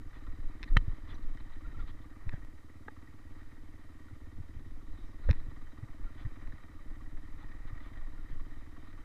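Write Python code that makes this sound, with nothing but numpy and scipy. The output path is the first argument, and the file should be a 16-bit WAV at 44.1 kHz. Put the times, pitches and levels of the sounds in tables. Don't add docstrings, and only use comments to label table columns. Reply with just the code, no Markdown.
import sys
import numpy as np
from scipy import signal
from scipy.fft import rfft, irfft, next_fast_len
from scipy.io import wavfile
from scipy.ndimage import uniform_filter1d

SR = 44100
rng = np.random.default_rng(int(sys.argv[2]) if len(sys.argv) > 2 else 0)


def store_pcm(level_fs):
    pcm = np.round(np.clip(level_fs, -1, 1) * 32767).astype(np.int16)
    wavfile.write(sys.argv[1], SR, np.atleast_2d(pcm).T)


def nominal_scale(level):
    x = np.asarray(level, float) / 20
    return 10 ** x


N = 398663

# pitch in Hz, width in Hz, level in dB.
CASE_TONES = [(540, 470, -6), (970, 340, -4.5), (1180, 187, 5), (1390, 690, -4), (1880, 198, 6),
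              (2153, 610, -5.5), (3107, 226, -13.5), (3610, 490, -17.5), (3943, 310, -14), (4810, 300, -20),
              (6160, 910, -31)]
# time in seconds, level in dB, extra brightness in dB.
CLATTER_COURSE = [(0.0, -66, 2.5), (0.88, -64, 4.5), (1.36, -66, 3), (1.76, -64, 4), (2.04, -67, 1),
                  (2.29, -64, -1), (2.54, -68.5, 3), (3.95, -67.5, 4), (4.23, -68.5, 4.5), (5.03, -67, 4.5),
                  (5.21, -65.5, 4), (5.89, -65.5, 3), (6.42, -63.5, 3.5), (6.77, -66, 3),
                  (7.85, -63.5, 1.5), (8.38, -65.5, 5), (9.04, -65, 3)]


def read(points, hz):
    f, value = np.transpose(points)
    return np.interp(np.log(hz + 1), np.log(f + 1), value)


def curves(table):
    s, *columns = np.transpose(table)
    return [np.interp(np.arange(N) / SR, s, column) for column in columns]


def evened(x):
    return x / np.sqrt(np.mean(x ** 2) + 1e-20)


def noise(spectrum):
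    size = next_fast_len(N)
    white = rfft(rng.standard_normal(size))
    gain = nominal_scale(read(spectrum, np.fft.rfftfreq(size, 1 / SR)))
    return evened(irfft(white * gain, size)[:N])


def add(mix, s, sound):
    part = mix[max(round(s * SR), 0):][:len(sound)]
    part += sound[:len(part)]


def resonate(x, hz, width):
    r, turn = np.exp(-np.pi * width / SR), np.exp(2j * np.pi * hz / SR)
    return 2 * signal.lfilter([1 - r], [1, -r * turn], x).real


def resonate_twice(x, hz, width, second_width):
    return resonate(resonate(x, hz, width), hz, second_width)


def case(x, low_db, high_db):
    out = 0
    for k, (hz, width, db) in enumerate(CASE_TONES):
        weight_db = low_db if hz < 2700 else high_db
        out = out + (-1) ** k * nominal_scale(db + weight_db) * resonate_twice(x, hz, width, width)
    return out


def crank():
    # time in seconds, firings per second, firing strength in dB.
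    idle = [(0, 18.444, .5), (.506, 18.208, 2), (1.109, 19.034, .5), (2.102, 18.055, .5),
            (2.328, 19.371, -.5), (2.603, 18.416, -1), (3.126, 17.858, -.5), (3.926, 19.125, -.5),
            (4.655, 17.561, .5), (5.036, 19.365, 0), (5.457, 18.305, -.5), (5.57, 18.892, 0),
            (6.62, 18.55, 1), (6.665, 18.245, 1), (7.629, 19.3, -.5), (8.36, 17.713, 0), (8.534, 19.398, 0),
            (9.04, 18.565, .5)]
    rate, strength_db = curves(idle)
    return -1.147 + np.cumsum(rate) / SR, strength_db


def exhaust(spread_db=1., lead_s=0.0029):
    # firing number, change in dB.
    misfires = [(1, -16), (27, -22), (40, -9), (47, -5), (58, -4), (63, -4), (70, -4), (81, -5), (96, -4),
                (104, -9), (121, -25), (125, -3), (148, -22)]
    # pitch in Hz, level in dB, time to fade by 60 dB in seconds,
    # direction of the first swing (+1 or -1), arrival delay in seconds.
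    pipe = [(65, -53, .15, -1, .004), (88, -46, .095, 1, .003), (214, -51, .047, 1, .0007),
            (311, -46, .09, -1, .0011), (336, -45, .05, -1, .0002), (500, -65, .06, -1, -.013)]
    count, firing_db = crank()
    s, k = np.arange(N) / SR, np.arange(np.ceil(count[0]), count[-1])
    weakness = dict(misfires)
    strength_db = np.interp(k, count, firing_db) + np.array([weakness.get(int(n), 0) for n in k])
    firing_s = np.interp(k, count, s) - lead_s
    t = np.arange(SR // 5) / SR
    low, high = np.zeros((2, N))
    for hz, db, t60, direction, delay in pipe:
        kicks = np.zeros(N)
        at = np.clip((firing_s + delay) * SR, 0, N - 1).astype(int)
        kicks[at] = nominal_scale(strength_db + spread_db * rng.standard_normal(len(k)))
        fade = direction * nominal_scale(db + 0.76 - 60 * t / t60)
        ring = fade * (1 - np.exp(-t / 0.00014)) * np.sin(2 * np.pi * hz * t)
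        part = high if hz > 400 else low
        part += signal.oaconvolve(kicks, ring)[:N]
    muffler = signal.butter(3, 410, fs=SR, output="sos")
    return signal.sosfiltfilt(muffler, low) + high


def clatter(grains_per_s=3500, grain_db=0.9, flutter_db=1.0, patch_db=1.6):
    # share of the cycle after the exhaust thud, level in dB.
    valves = [(0, -5.5), (.15, -4), (.35, -3.5), (.45, -4.5), (.62, -8), (.66, -5), (.85, -1), (1, -5.5)]
    level_db, bright_db = curves(CLATTER_COURSE)
    cycle_db = np.interp(crank()[0] % 1, *np.transpose(valves))
    hit_size = nominal_scale(grain_db * np.minimum(rng.exponential(1, N), 5))
    grains = rng.standard_normal(N) * hit_size * (rng.random(N) < grains_per_s / SR)
    steps = np.arange(0, N + 400, 200)

    def waver():
        slow = uniform_filter1d(rng.standard_normal(len(steps)), size=5)
        return np.interp(np.arange(N), steps, evened(slow))

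    drive = 0.54 * evened(grains) + rng.standard_normal(N)
    drive = drive * nominal_scale(cycle_db + flutter_db * waver())
    rings = np.zeros(N)
    for k, (hz, width, db) in enumerate(CASE_TONES):
        tone = resonate_twice(drive * nominal_scale(patch_db * waver()), hz, width, width)
        rings += (-1) ** k * nominal_scale(db + (hz > 2700) * bright_db) * tone
    return nominal_scale(level_db + 0.5) * evened(rings)


def tappets(spread_db=1.5, jitter=.01, burst_s=.007):
    # share of the cycle, pitch in Hz, width in Hz, level in dB.
    taps = [
        (0.658, 1162, 131, -66.5),
        (0.721, 1880, 131, -69.5),
        (.93, 900, 203, -73.5),
        (0.949, 623, 199, -69),
    ]
    count, out = crank()[0], np.zeros(N)
    k, t = np.arange(0, count[-1] - 1), np.arange(900) / SR
    level_db = curves(CLATTER_COURSE)[0]
    for share, hz, width, db in taps:
        size, late = rng.standard_normal((2, len(k)))
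        kicks = np.zeros(N)
        at = np.searchsorted(count, k + share + jitter * late).clip(0, N - 1)
        kicks[at] = nominal_scale(spread_db * size)
        bursts = signal.oaconvolve(kicks, np.exp(-t / burst_s))[:N] * rng.standard_normal(N)
        out += nominal_scale(db) * evened(resonate_twice(bursts, hz, width, 3 * width))
    return out * nominal_scale(level_db - level_db.mean() - 9)


def shake(shudder_base_db=-57.5, shudder_follow=0.23, bump_fade_db=30):
    # pitch in Hz, level in dB per Hz.
    sway_colour = [(2.4, -27), (4.0, 0), (16, 6.5), (25, -4), (41, -7.5), (60, -33), (78, -61), (130, -120)]
    shudder_colour = [(30, -32), (50, 1), (100, -6.5), (140, -12), (185, -19.5), (400, -25), (800, -41),
                      (1500, -76)]
    # time in seconds, steady sway in dB.
    trail = [(0, -42.5), (.9, -42), (1.5, -38), (2, -47.5), (2.6, -59.5), (3.5, -46), (4.2, -52.5),
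             (4.8, -40.5), (5.6, -54.5), (5.9, -51.5), (6.7, -46.5), (7.6, -38.5), (8.5, -37.5),
             (8.8, -48.5), (9.04, -42)]
    # time of the peak in seconds, sway in dB, shudder in dB,
    # half length in seconds.
    bumps = [(0.287, -32, -55.5, 0.087), (0.41, -47, -59, .04), (0.472, -33, -78, 0.1),
             (0.633, -35, -52, 0.04), (0.758, -33, -38.5, 0.11), (0.777, -39, -58, 0.068),
             (0.895, -32, -53, 0.12), (1.125, -44, -51.5, 0.13), (1.283, -33.5, -65, 0.16),
             (1.69, -38, -52, 0.058), (1.778, -43, -48, 0.1), (1.838, -42, -59, 0.05),
             (1.942, -33, -57, 0.12), (2.277, -36, -51, 0.093), (2.386, -37.5, -67, 0.36),
             (4.248, -38, -67, 0.04), (4.388, -35.5, -46, 0.052), (4.59, -39, -53, 0.067),
             (4.911, -28, -62, 0.041), (5.05, -34, -76, 0.036), (5.297, -27, -42, 0.1),
             (5.415, -33.5, -55, 0.6), (6.032, -38, -62, 0.2), (6.26, -36.5, -61, 0.18),
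             (6.455, -34.5, -55, 0.15), (6.908, -33, -64, 0.076), (7.048, -39, -61, 0.083),
             (7.153, -31.5, -59, 0.061), (7.378, -42, -50, 0.04), (7.517, -38, -76, 0.044)]
    trail_db = curves(trail)[0]
    sway = nominal_scale(trail_db)
    shudder = nominal_scale(shudder_base_db + shudder_follow * (trail_db - trail_db.mean()))
    for s, sway_db, shudder_db, half in bumps:
        t = np.arange(-min(s, 2 * half), 2 * half, 1 / SR)
        fade_db = bump_fade_db * abs(t) / half
        add(sway, s + t[0], nominal_scale(sway_db - fade_db))
        add(shudder, s + t[0], nominal_scale(shudder_db - fade_db))
    return sway * noise(sway_colour) + shudder * noise(shudder_colour)


def scuffs():
    # start in seconds, length in seconds, level in dB, pitch of the upper band in Hz.
    rubs = [(0.129, 0.067, -64, 3600), (0.675, 0.021, -59.5, 3950), (1.074, 0.078, -61, 3480),
            (1.143, 0.017, -62, 3880), (1.18, 0.009, -68, 3900), (1.22, 0.016, -65.5, 3900),
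            (1.398, 0.015, -61, 3780), (1.516, 0.031, -64, 3700), (1.789, 0.037, -61.5, 3520),
            (1.862, 0.052, -62.5, 3600), (2.009, 0.042, -70, 3500), (2.317, 0.059, -66, 1650),
            (2.345, 0.024, -72, 3200), (3.35, 0.087, -67, 1200), (4.049, 0.08, -77, 1440),
            (4.931, 0.1, -76, 3730), (5.202, 0.15, -68, 3950), (5.344, 0.063, -67, 3600),
            (6.166, 0.08, -62.5, 3480), (7.38, 0.053, -66, 3600), (7.669, 0.029, -63.5, 3600),
            (7.806, 0.094, -64.5, 3520), (8.287, 0.054, -67, 3330), (8.843, 0.088, -69, 3800)]
    out = np.zeros(N)
    for s, length, db, hz in rubs:
        size = min(round(length * SR), 6000)
        rub = rng.standard_normal(size) * np.hanning(size) ** 0.25
        band = resonate_twice(rub, hz, 700, 800)
        add(out, s, nominal_scale(db) * evened(band + 1.8 * case(rub, 0, 1)))
    return out


def ticks():
    # start in seconds, peak level in dB, pitch in Hz.
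    taps = [(0.1302, -46, 1850), (0.209, -55, 1880), (0.266, -45, 1330), (0.485, -51, 970),
            (0.665, -47, 1990), (0.677, -45, 1870), (0.9138, -45, 1100), (.9657, -49, 1910),
            (1.074, -45, 1180), (1.1425, -54.5, 5900), (1.3367, -47, 1140), (1.3737, -40.5, 1870),
            (1.496, -49, 1340), (1.6067, -59, 1380), (1.778, -48, 1880), (1.8754, -46, 1290),
            (1.988, -49, 1180), (2.2074, -57, 1230), (2.3164, -50, 1730), (2.325, -48, 1670),
            (2.695, -51, 1910), (2.9644, -49, 1130), (3.0736, -49, 1910), (3.182, -56, 1160),
            (3.2388, -55, 1900), (4.083, -47, 1450), (4.593, -52, 1170), (4.811, -57, 1160),
            (5.336, -52, 1900), (5.562, -48, 1880), (6.1953, -48, 1220), (6.25, -44, 1850),
            (6.3051, -53, 1860), (6.4327, -50, 1880), (6.523, -43, 1770), (6.7361, -57, 1880),
            (6.902, -50, 1210), (6.9558, -49, 1890), (7.008, -52, 1250), (7.17, -50, 1890),
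            (7.409, -48, 1180), (7.428, -46, 870), (7.5163, -44.5, 1870), (7.6765, -51, 1150),
            (7.72, -57, 1870), (7.777, -46, 1870), (7.804, -45, 1890), (7.8346, -52, 1890),
            (7.86, -54, 1120), (7.934, -45, 1870), (7.9726, -42.5, 1870), (8.011, -46, 1150),
            (8.1234, -64, 1140), (8.2865, -49, 1900), (8.3964, -43.5, 1150), (8.765, -48.5, 1140),
            (8.93, -46, 1840), (8.977, -46, 1125)]
    out, t = np.zeros(N), np.arange(1300) / SR
    for s, db, hz in taps:
        blow = (rng.standard_normal(len(t)) + 9 * (t == 0)) * np.exp(-t / 0.0087)
        ring = resonate_twice(blow, hz, 150, 900) + 0.47 * case(blow, -8, 0)
        add(out, s, nominal_scale(db - 6.0) * ring / abs(ring).max())
    return out


def jolts():
    # time of the peak in seconds,
    # level in dB, pitch in Hz, number of cycles, direction and size.
    mount_jolts = [(0.393, -42, 90, 2.1, 1), (0.7729, -15.5, 69.6, 1.13, -1.06), (.758, -27, 40, 2.3, 1),
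                   (0.733, -13.5, 22.8, 2.2, -0.81), (.808, -21, 22, 1.6, -1), (0.884, -20, 88, 1.6, 0.63),
                   (1.841, -45, 70, 1.3, 0.83), (2.271, -25, 76, 1.2, -0.73), (2.342, -25, 117, 2.5, 0.53),
                   (4.136, -35, 83, 1.9, 0.81), (4.408, -37.5, 110, 3.2, 0.94),
                   (5.301, -15, 55, 1.1, -1.15), (5.312, -20, 100, 2.7, -0.88),
                   (5.2925, -28.5, 507, 6.5, 0.61), (5.297, -31, 246, 2.6, -0.84),
                   (4.57, -34, 81, 2.9, 0.83), (5.488, -34, 70, 1.1, -1.06), (5.835, -32.5, 104, 2.9, 1),
                   (6.257, -29.5, 94, 2.7, -1.12), (6.266, -26, 94, 0.98, -0.29),
                   (6.385, -57, 80, 1.5, 0.45), (6.542, -43, 110, 1.4, -0.86), (7.443, -48, 120, 2.9, 0.99),
                   (7.655, -43.5, 110, 3.2, 1), (7.733, -34.5, 83.5, 1.8, -1.2),
                   (8.333, -40, 91, 1.4, -1.2)]
    more_jolts = [(0.784, -23, 30, 1.3, 1), (0.863, -29.5, 6.6, 0.67, 1), (0.909, -24.5, 21, 1.9, -0.95),
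                  (.769, -21, 170, 1.5, 0.8), (1.29, -33, 15, 2.9, -0.68), (1.318, -29, 13, 1.2, 0.92),
                  (1.683, -25.5, 19.6, 2.2, 1), (1.809, -28.5, 22, 1.3, -1), (1.836, -27.5, 25, 1., 0.92),
                  (2.285, -22, 19, 0.83, -1), (2.335, -33.5, 5.8, 0.86, 1), (2.39, -30.5, 10, 1.8, -1),
                  (5.279, -22.5, 25, 1.8, 0.92), (5.292, -20, 57, 0.89, 1), (5.308, -20, 106, 1.2, 0.92),
                  (6.044, -32, 29.5, 3.4, 1), (6.466, -28, 16, 0.87, -1.05), (6.486, -35, 15, 1.3, 0.89)]
    out, t = np.zeros(N), np.arange(-2600, 2600) / SR
    for s, db, hz, cycles, direction in [*mount_jolts, *more_jolts]:
        swell = np.exp(-(3.81 * hz * t / cycles) ** 2)
        add(out, s + t[0], direction * nominal_scale(db) * np.cos(2 * np.pi * hz * t) * swell)
    return out


def knocks():
    # pitch in Hz, level in dB,
    # time to fade by 60 dB in seconds, direction and size of the first swing.
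    snap_tones = [(954, -7.5, 0.02, 1), (1850, 6, 0.0084, -1.16), (2520, 2.5, 0.0096, 1),
                  (3600, -6, 0.014, -0.98), (4100, -1.5, 0.0095, 0.73), (4700, -15, 0.0055, -1),
                  (5250, -3.5, 0.0057, 0.9), (7750, -33, .003, 0.9)]
    thud_tones = [(282, -2, 0.066, 1), (465, -1, 0.03, -0.84), (850, -2.5, 0.049, 0.76),
                  (1250, -5, 0.029, -1.16), (1646, 2, 0.018, 1), (1870, 1, 0.024, -0.76),
                  (2620, -18, 0.013, 1), (3700, -16, 0.0081, -0.82)]
    crack_tones = [(560, -12.5, 0.012, -0.88), (944, -13, 0.017, 0.96), (1230, -1.5, 0.013, -1.04),
                   (1850, 4, 0.01, 1), (2070, 2, 0.0086, -1.02), (2700, -14, 0.019, 0.76),
                   (3060, -9.5, 0.025, 0.77), (3700, -28, 0.017, -0.67), (3950, -20, 0.025, -0.94),
                   (4360, -28, 0.012, 0.86), (4840, -28, 0.007, -0.65), (6100, -28, 0.01, 1),
                   (6930, -37, 0.0074, 1), (8300, -30, 0.0042, 1)]
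    # start in seconds, peak level in dB, tilt to the treble in dB per octave,
    # rise in milliseconds, ring length as a factor.
    snaps = [(0.6297, -29.5, 4.5, 0.24, 0.71), (0.6356, -33.5, -0.5, 0.17, 0.63), (.6375, -41, 0, 0.22, 1),
             (0.6414, -38, 2, 0.15, 0.9), (1.372, -52, 6, 0.3, 1), (2.2929, -33, -4, 0.15, 0.9),
             (5.3027, -32, -2.5, 0.15, 0.56), (5.3107, -26, 4.5, 0.13, 0.75), (5.306, -45, -1, .3, 1),
             (5.3135, -45, 4, .3, 1), (5.33, -37, -6, 0.15, 0.83), (6.4737, -44.5, -5, 0.15, 0.97)]
    thuds = [
        (2.335, -41.5, -4, 1.2, 0.69),
        (2.8805, -37.5, 2, 1.2, 1.2),
        (2.883, -30.5, 3.5, 0.98, 0.54),
        (5.2893, -32, 2, 0.65, 0.28),
        (5.2925, -32, 9, 0.6, 0.5),
        (5.3145, -38, -3, .5, 0.95),
    ]
    cracks = [
        (.7669, -21, -6.5, 0.81, 0.98),
        (.7683, -32, -5, 0.37, 0.83),
        (.7691, -13, 2.5, 0.41, 1),
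        (.7718, -33, 7, 0.33, 0.65),
        (.7757, -40, -1, .7, 0.9),
    ]
    out, t = np.zeros(N), np.arange(2600) / SR
    for events, tones in ((snaps, snap_tones), (thuds, thud_tones), (cracks, crack_tones)):
        hz, tone_db, t60, direction = np.transpose(tones)[:, :, None]
        for s, db, tilt_db, ms, length in events:
            detune = 1 + 0.006 * rng.standard_normal((len(tones), 1))
            level = direction * nominal_scale(tone_db + tilt_db * np.log2(hz / 1900) - 60 * t / t60 / length)
            ring = (level * np.sin(2 * np.pi * hz * detune * t)).sum(0)
            ring = ring * (1 - np.exp(-t * 1000 / max(ms, .02)))
            spit = resonate(np.diff(rng.standard_normal(len(t) + 1)), 6500, 7000)
            spit = spit * np.exp(-t / 0.0018) * np.minimum(t / 0.00096, 1)
            spit_db = 0.93 * tilt_db - 33.5 - 13 * ms
            add(out, s, nominal_scale(db) * (ring / abs(ring).max() + nominal_scale(spit_db) * spit))
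    return out


def swishes():
    # start in seconds, length in seconds, level in dB, pitch in Hz, width in Hz.
    brushes = [(.7705, 0.0075, -46, 3300, 1200), (.776, 0.011, -67, 3500, 900),
               (2.338, 0.0075, -52, 554, 200), (5.288, 0.0128, -52, 560, 250),
               (5.316, .012, -61, 1000, 700), (1.08, 0.062, -65, 3480, 500), (1.148, .012, -74, 3820, 400),
               (1.795, .04, -74, 3700, 300), (1.87, 0.05, -68, 3280, 700), (2.013, 0.015, -72, 3600, 400),
               (2.322, 0.05, -61, 1660, 200), (2.338, .02, -73, 3200, 300), (4.94, .13, -75, 3700, 300),
               (5.018, .12, -82, 5500, 900), (5.312, 0.01, -58, 950, 500)]
    out = np.zeros(N)
    for s, length, db, hz, width in brushes:
        rub = rng.standard_normal(min(round(length * SR), 7000))
        band = evened(resonate_twice(rub, hz, width, 2 * width))
        add(out, s, nominal_scale(db) * band * np.hanning(len(rub)) ** 0.49)
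    return out


def squeaks():
    # start in seconds, length in seconds, pitch in Hz, level in dB.
    rubs = [
        (1.372, 0.034, 3060, -69),
        (1.645, 0.024, 1390, -54),
        (1.74, 0.023, 1330, -57),
        (1.788, 0.024, 1390, -50.5),
        (2.322, .01, 1720, -55),
        (2.334, 0.0081, 1670, -47.5),
        (5.226, 0.038, 1426, -63),
        (6.049, 0.051, 1390, -58.5),
        (8.169, 0.043, 1410, -63),
    ]
    out = np.zeros(N)
    for s, length, hz, db in rubs:
        t = np.arange(0, length, 1 / SR)
        tone = np.sin(2 * np.pi * hz * (t - .12 * t ** 2))
        add(out, s, nominal_scale(db) * tone * np.sin(np.pi * t / length))
    return out


def scene():
    engine = exhaust() + clatter() + tappets()
    mount = shake() + jolts() + knocks()
    small_sounds = scuffs() + ticks() + swishes() + squeaks()
    return (engine + mount + small_sounds)[None]


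def roll_off(x):
    return signal.sosfilt(signal.butter(12, 15745, fs=SR, output="sos"), x)


def record(dry):
    # pitch in Hz, level in dB per Hz.
    hiss = [(200, 16.5), (2000, 0), (5000, -1), (8000, -3.5), (12000, -7), (15000, -9.5), (15550, -18),
            (15800, -76)]
    hiss_db, offset = -70.5, .0037
    return roll_off(dry + nominal_scale(hiss_db) * noise(hiss) + offset)


dry = scene()
out = record(dry)
store_pcm(out)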